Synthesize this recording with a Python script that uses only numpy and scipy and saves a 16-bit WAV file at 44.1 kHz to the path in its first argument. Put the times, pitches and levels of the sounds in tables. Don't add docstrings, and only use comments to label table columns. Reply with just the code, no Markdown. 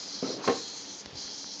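import sys
import numpy as np
from scipy import signal
from scipy.fft import rfft, irfft, next_fast_len
from scipy.io import wavfile
from scipy.ndimage import map_coordinates

SR = 44100
rng = np.random.default_rng(int(sys.argv[2]) if len(sys.argv) > 2 else 0)


def gain_from_db(level_db):
    decades = np.asarray(level_db, float) / 20
    return 10 ** decades


def output_pcm(signal):
    pcm = np.clip(np.atleast_2d(signal).T, -1, 1) * 32767
    wavfile.write(sys.argv[1], SR, np.round(pcm).astype(np.int16))


N = 70560


def unit(x):
    return x / np.sqrt(np.mean(x ** 2) + 1e-20)


def along(points, hz):
    point_hz, values = np.transpose(points)
    return np.interp(np.log(hz + 1), np.log(point_hz + 1), values)


def curves(rows):
    seconds, *columns = np.transpose(rows)
    return [np.interp(np.arange(N) / SR, seconds, column) for column in columns]


def wobble(rate):
    knots = rng.standard_normal(int(N / SR * 100))
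    return map_coordinates(knots, [np.arange(N) * min(rate, 90) / SR])


def filtered(x, response):
    size = next_fast_len(N + SR // 2)
    return irfft(rfft(x, size) * response(np.fft.rfftfreq(size, 1 / SR)), size)[..., :N]


def shaped_noise(shape):
    return unit(filtered(rng.standard_normal(N), lambda f: gain_from_db(along(shape, f))))


def resonance(f, hz, width_hz):
    return 1j * f * width_hz / (hz * hz - f * f + 1j * f * width_hz)


def highpass(f, hz):
    s = 1j * f / hz
    return s * s / (s * s + np.sqrt(2) * s + 1)


def add(track, s, sound):
    part = track[round(s * SR):][:len(sound)]
    part += sound[:len(part)]


# frequency in Hz, t60 in seconds.
ROOM_DECAY = [(150, 0.38), (1000, .3), (6000, 0.56)]


def room(x):
    hz, t, z = signal.stft(rng.standard_normal(SR // 2), SR, nperseg=256)
    decay = gain_from_db(-60 * t / along(ROOM_DECAY, hz)[:, None])
    tail = signal.istft(z * decay, SR, nperseg=256)[1]
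    return signal.fftconvolve(np.pad(x, (200, 0)), tail / np.linalg.norm(tail))[:N]


# time in seconds, servo effort in dB, load (up moves the chatter to the
SERVO_GAIT = [(0, -38.5, -2.1, 0.4), (.12, -41.5, -0.082, 0.46), (.3, -40, -1.4, 0.46),
              (.365, -41.5, -1.8, 0.7), (.39, -50.5, -0.27, 0), (.42, -52, 0.47, 0.4),
              (.445, -38.5, -0.64, 0.18), (.72, -41.5, -1.5, 0), (.83, -42.5, 0.74, 0),
              (.87, -43.5, 0.18, 0), (1.012, -44, 0.69, 0.3), (1.03, -53, 0, 0.2), (1.135, -64, 0.27, 0.5),
              (1.15, -50.5, .6, 0.4), (1.185, -39.5, -0.78, 0.78), (1.22, -40, 0.8, 0.3),
              (1.42, -41.5, 1, 0.26), (1.6, -42.5, 1, 0.3)]
# frequency in Hz, width in Hz, level in dB,
# dB per unit of load, dB per unit of strain.
CASE_MODES = [(3257, 500, -10.5, 1, -0.5), (4193, 500, 0, -2, -2.5), (4727, 400, -9, 2.5, 16),
              (5150, 400, -6, -1, 11.5), (5484, 480, -10, 6, 8.5), (5730, 354, -6, 0.5, 7.5),
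              (5980, 460, -3.5, 3, 0), (6513, 1230, -1, -0.5, -4)]


def servos():
    teeth_per_s, tooth_spread_db, bearing_hiss = 3000, 3, .8
    wander_db, shudder_db, wet_db = 1.8, 1, -7.5
    effort_db, load, strain = curves(SERVO_GAIT)
    chance, side, force = rng.random((3, N))
    teeth = (chance < teeth_per_s / SR) * np.sign(side - .5) * gain_from_db(2.1 * tooth_spread_db * (force - .5))
    drive = unit(teeth) + bearing_hiss * rng.standard_normal(N)
    chatter, sign = np.zeros(N), 1
    for hz, width_hz, db, load_db, strain_db in CASE_MODES:
        ring = unit(filtered(drive, lambda f: resonance(f, hz, width_hz) ** 2))
        mode_db = db + load_db * load + strain_db * strain + wander_db * wobble(17.66)
        chatter += sign * gain_from_db(mode_db) * ring
        sign = -sign
    chatter = unit(chatter)
    whirr = unit(chatter + gain_from_db(wet_db) * room(chatter))
    return gain_from_db(effort_db + shudder_db * wobble(45.5)) * whirr


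# frequency in Hz, level in dB per Hz.
HUSH_COLOUR = [(15, -69), (25, -6.5), (279, -8), (347, -0.5), (401, 1), (789, -6.5), (3000, -8), (4400, -3),
               (6600, -13), (8000, -25.5), (10400, -65), (17600, -120)]
# time in seconds, hush level in dB.
HUSH_DRIFT = [
    (0, 1),
    (.7, 0),
    (1, 0),
    (1.15, 0),
    (1.3, -1),
    (1.6, -2.5),
]
# frequency in Hz, width in Hz, level in dB rms.
APPLIANCE_LINES = [(198.3, 50, -63), (282.6, 29, -60.5), (417, 240, -83.5), (848.5, 194, -64.5)]


def background():
    hush_db = -51 + curves(HUSH_DRIFT)[0] + .6 * wobble(7.9)
    sound = gain_from_db(hush_db) * shaped_noise(HUSH_COLOUR)
    for hz, width_hz, db in APPLIANCE_LINES:
        line = filtered(rng.standard_normal(N), lambda f: resonance(f, hz, width_hz) ** 2)
        sound += gain_from_db(db) * unit(line)
    return sound


# time in seconds, drag level in dB, scrape of the edge relative to it in dB.
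DRAG_PATH = [
    (0.231, -41.5, -1),
    (.28, -44.5, -6.5),
    (0.33, -40.5, -10),
    (.365, -49.5, -18),
    (.395, -44, -7.5),
    (.415, -46.5, 0),
    (0.435, -50.5, 3.5),
    (0.471, -44.5, 0),
]
# frequency in Hz, level in dB per Hz.
CARD_RUMBLE = [(47, -46), (100, -16), (257, -5), (470, -5.5), (665, -13), (900, -39), (2000, -120)]
# frequency in Hz, level in dB per Hz.
EDGE_SCRAPE = [(300, -62.5), (700, -3), (1100, -5), (1900, -12.5), (2600, -10), (4000, -28), (9000, -120)]


def drag():
    before = (DRAG_PATH[0][0] - .01, -120, 0)
    after = (DRAG_PATH[-1][0] + .035, -120, 0)
    drag_db, edge_db = curves([before, *DRAG_PATH, after])
    rub = gain_from_db(2.5 * wobble(40)) * shaped_noise(CARD_RUMBLE)
    scrape = gain_from_db(edge_db + 2 * wobble(70)) * shaped_noise(EDGE_SCRAPE)
    return gain_from_db(drag_db) * (rub + scrape)


# time in seconds, peak in dB, centre of the struck modes in Hz,
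# their spread in octaves, ring left by the gripping hand from 0 to 1.
CONTACTS = [(0.2267, -17, 263, 0.5, 0.66), (0.2282, -39, 1010, .6, 0.5), (0.2441, -35, 1390, 0.17, 0.72),
            (0.2921, -29.5, 330, 0.4, .5), (0.302, -24, 332, 0.97, 0.3), (.316, -28, 476, 0.52, 0.38),
            (0.327, -38, 510, 0.74, 0.5), (.343, -44, 465, 0.48, 0.8), (0.366, -35.5, 404, 0.23, 1),
            (0.393, -36, 370, 0.28, 1), (0.419, -37, 780, 1.1, .3), (0.4415, -23, 1075, 0.35, 0.3),
            (.4758, -9.5, 750, 1.3, 0.55), (.4805, -21, 1200, 1, .7), (0.4498, -32, 1690, 1, 0.4),
            (0.485, -9, 400, 0.77, 0.85), (.494, -14.5, 521, 0.56, 0.6), (0.4983, -20, 1500, .8, 0.69),
            (.553, -31, 810, 1.2, 0.3)]
CARTON_HZ = [137, 200, 264, 316, 397, 471, 625, 772, 950, 1070, 1320, 1530, 1812, 2040]
# level in dB, t60 in seconds.
CARTON_MODES = [(-28, .1), (-8, 0.071), (-8.5, 0.24), (-16.5, 0.3), (2, 0.094), (0, 0.11), (-10.5, 0.2),
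                (-9, 0.15), (-11.5, 0.29), (1.5, 0.075), (-8.5, .1), (-13.5, 0.095), (-4, 0.088), (-9, .05)]


def box():
    lands_s = .46
    crack_t60, crack_db, crack_lift = .11, -12, 1.6
    attack_s, rattle_db, rattle_grows_s = .0008, 2.5, .02
    out, t = np.zeros(N), np.arange(SR // 4) / SR
    for s, db, centre_hz, octaves, free in CONTACTS:
        def near(hz):
            return np.exp(-.5 * (np.log2((hz + 1) / centre_hz) / octaves) ** 2)

        ring = np.zeros(len(t))
        for hz, (level, t60) in zip(CARTON_HZ, CARTON_MODES):
            mode_db = level + rng.normal(0, 1) - 60 * t / (free * t60)
            ring += gain_from_db(mode_db) * near(hz) * np.sin(2 * np.pi * hz * t)
        spectrum = rfft(rng.standard_normal(len(t)))
        hiss = irfft(spectrum * near(np.fft.rfftfreq(len(t), 1 / SR) / crack_lift), len(t))
        crack = unit(hiss) * gain_from_db(-60 * t / (free * crack_t60))
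        rattle = gain_from_db(rattle_db * wobble(95)[:len(t)] * np.minimum(t / rattle_grows_s, 1))
        attack = 1 - np.exp(-t / attack_s)
        blow = (ring / np.abs(ring).max() + gain_from_db(crack_db) * crack / 2) * attack
        add(out, s, np.sign(lands_s - s) * gain_from_db(db) * rattle * blow)
    out = filtered(out, lambda f: highpass(f, 127)) + slaps()
    return out + gain_from_db(-4) * room(out)


# time in seconds, peak in dB.
SLAPS = [
    (0.3021, -38),
    (0.4428, -41.5),
    (.476, -24.5),
    (0.4809, -31.5),
    (0.496, -38),
]


def slaps():
    out, t = np.zeros(N), np.arange(SR // 20) / SR
    for s, db in SLAPS:
        add(out, s, gain_from_db(db - 60 * t / .018) * rng.standard_normal(len(t)) / 2)
    return filtered(out, lambda f: highpass(f, 1500))


# time in seconds, peak in dB, frequency in Hz.
FINGERS = [
    (1.057, -46, 65),
    (1.123, -44, 104),
    (1.143, -42.5, 100),
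    (1.159, -46, 54),
    (1.178, -51, 238),
    (1.235, -50.5, 61.4),
    (0.767, -63, 54.5),
]


def fingers():
    cycles = 1.8
    out = np.zeros(N)
    for s, db, hz in FINGERS:
        phase = np.arange(round(cycles * SR / hz)) * hz / SR
        swell = np.sin(np.pi * phase / cycles) ** 2
        add(out, s, gain_from_db(db) * swell * np.sin(2 * np.pi * phase))
    return out


# time in seconds, peak in dB, centre in Hz, t60 in seconds.
TICKS = [
    (1.05945, -21, 4800, .0015),
    (1.0597, -31, 900, .004),
    (1.0612, -36, 4000, .004),
    (1.279, -32, 2000, .0025),
    (1.2792, -42, 700, .004),
    (1.4435, -33, 1400, .004),
    (1.444, -42, 420, .012),
]


def ticks():
    out, t = np.zeros(N), np.arange(SR // 20) / SR
    for s, db, hz, t60 in TICKS:
        add(out, s, gain_from_db(db - 60 * t / t60) * np.sin(2 * np.pi * hz * t))
    return out + gain_from_db(-22) * room(out)


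def scene():
    return (servos() + background() + drag() + box() + fingers() + ticks())[None]


def band_limit(x):
    return signal.sosfilt(signal.butter(12, 9200, fs=SR, output="sos"), x)


# frequency in Hz, gain in dB.
MIC_RESPONSE = [(200, 3.5), (6900, 0), (7500, -6), (7900, -9.5), (8050, -26.5), (8200, -9), (8500, -12.5),
                (8850, -14), (9250, -45)]


def record(dry):
    mix = filtered(dry, lambda f: gain_from_db(along(MIC_RESPONSE, f)) * highpass(f, 93))
    return band_limit(mix)


dry = scene()
out = record(dry)
output_pcm(out)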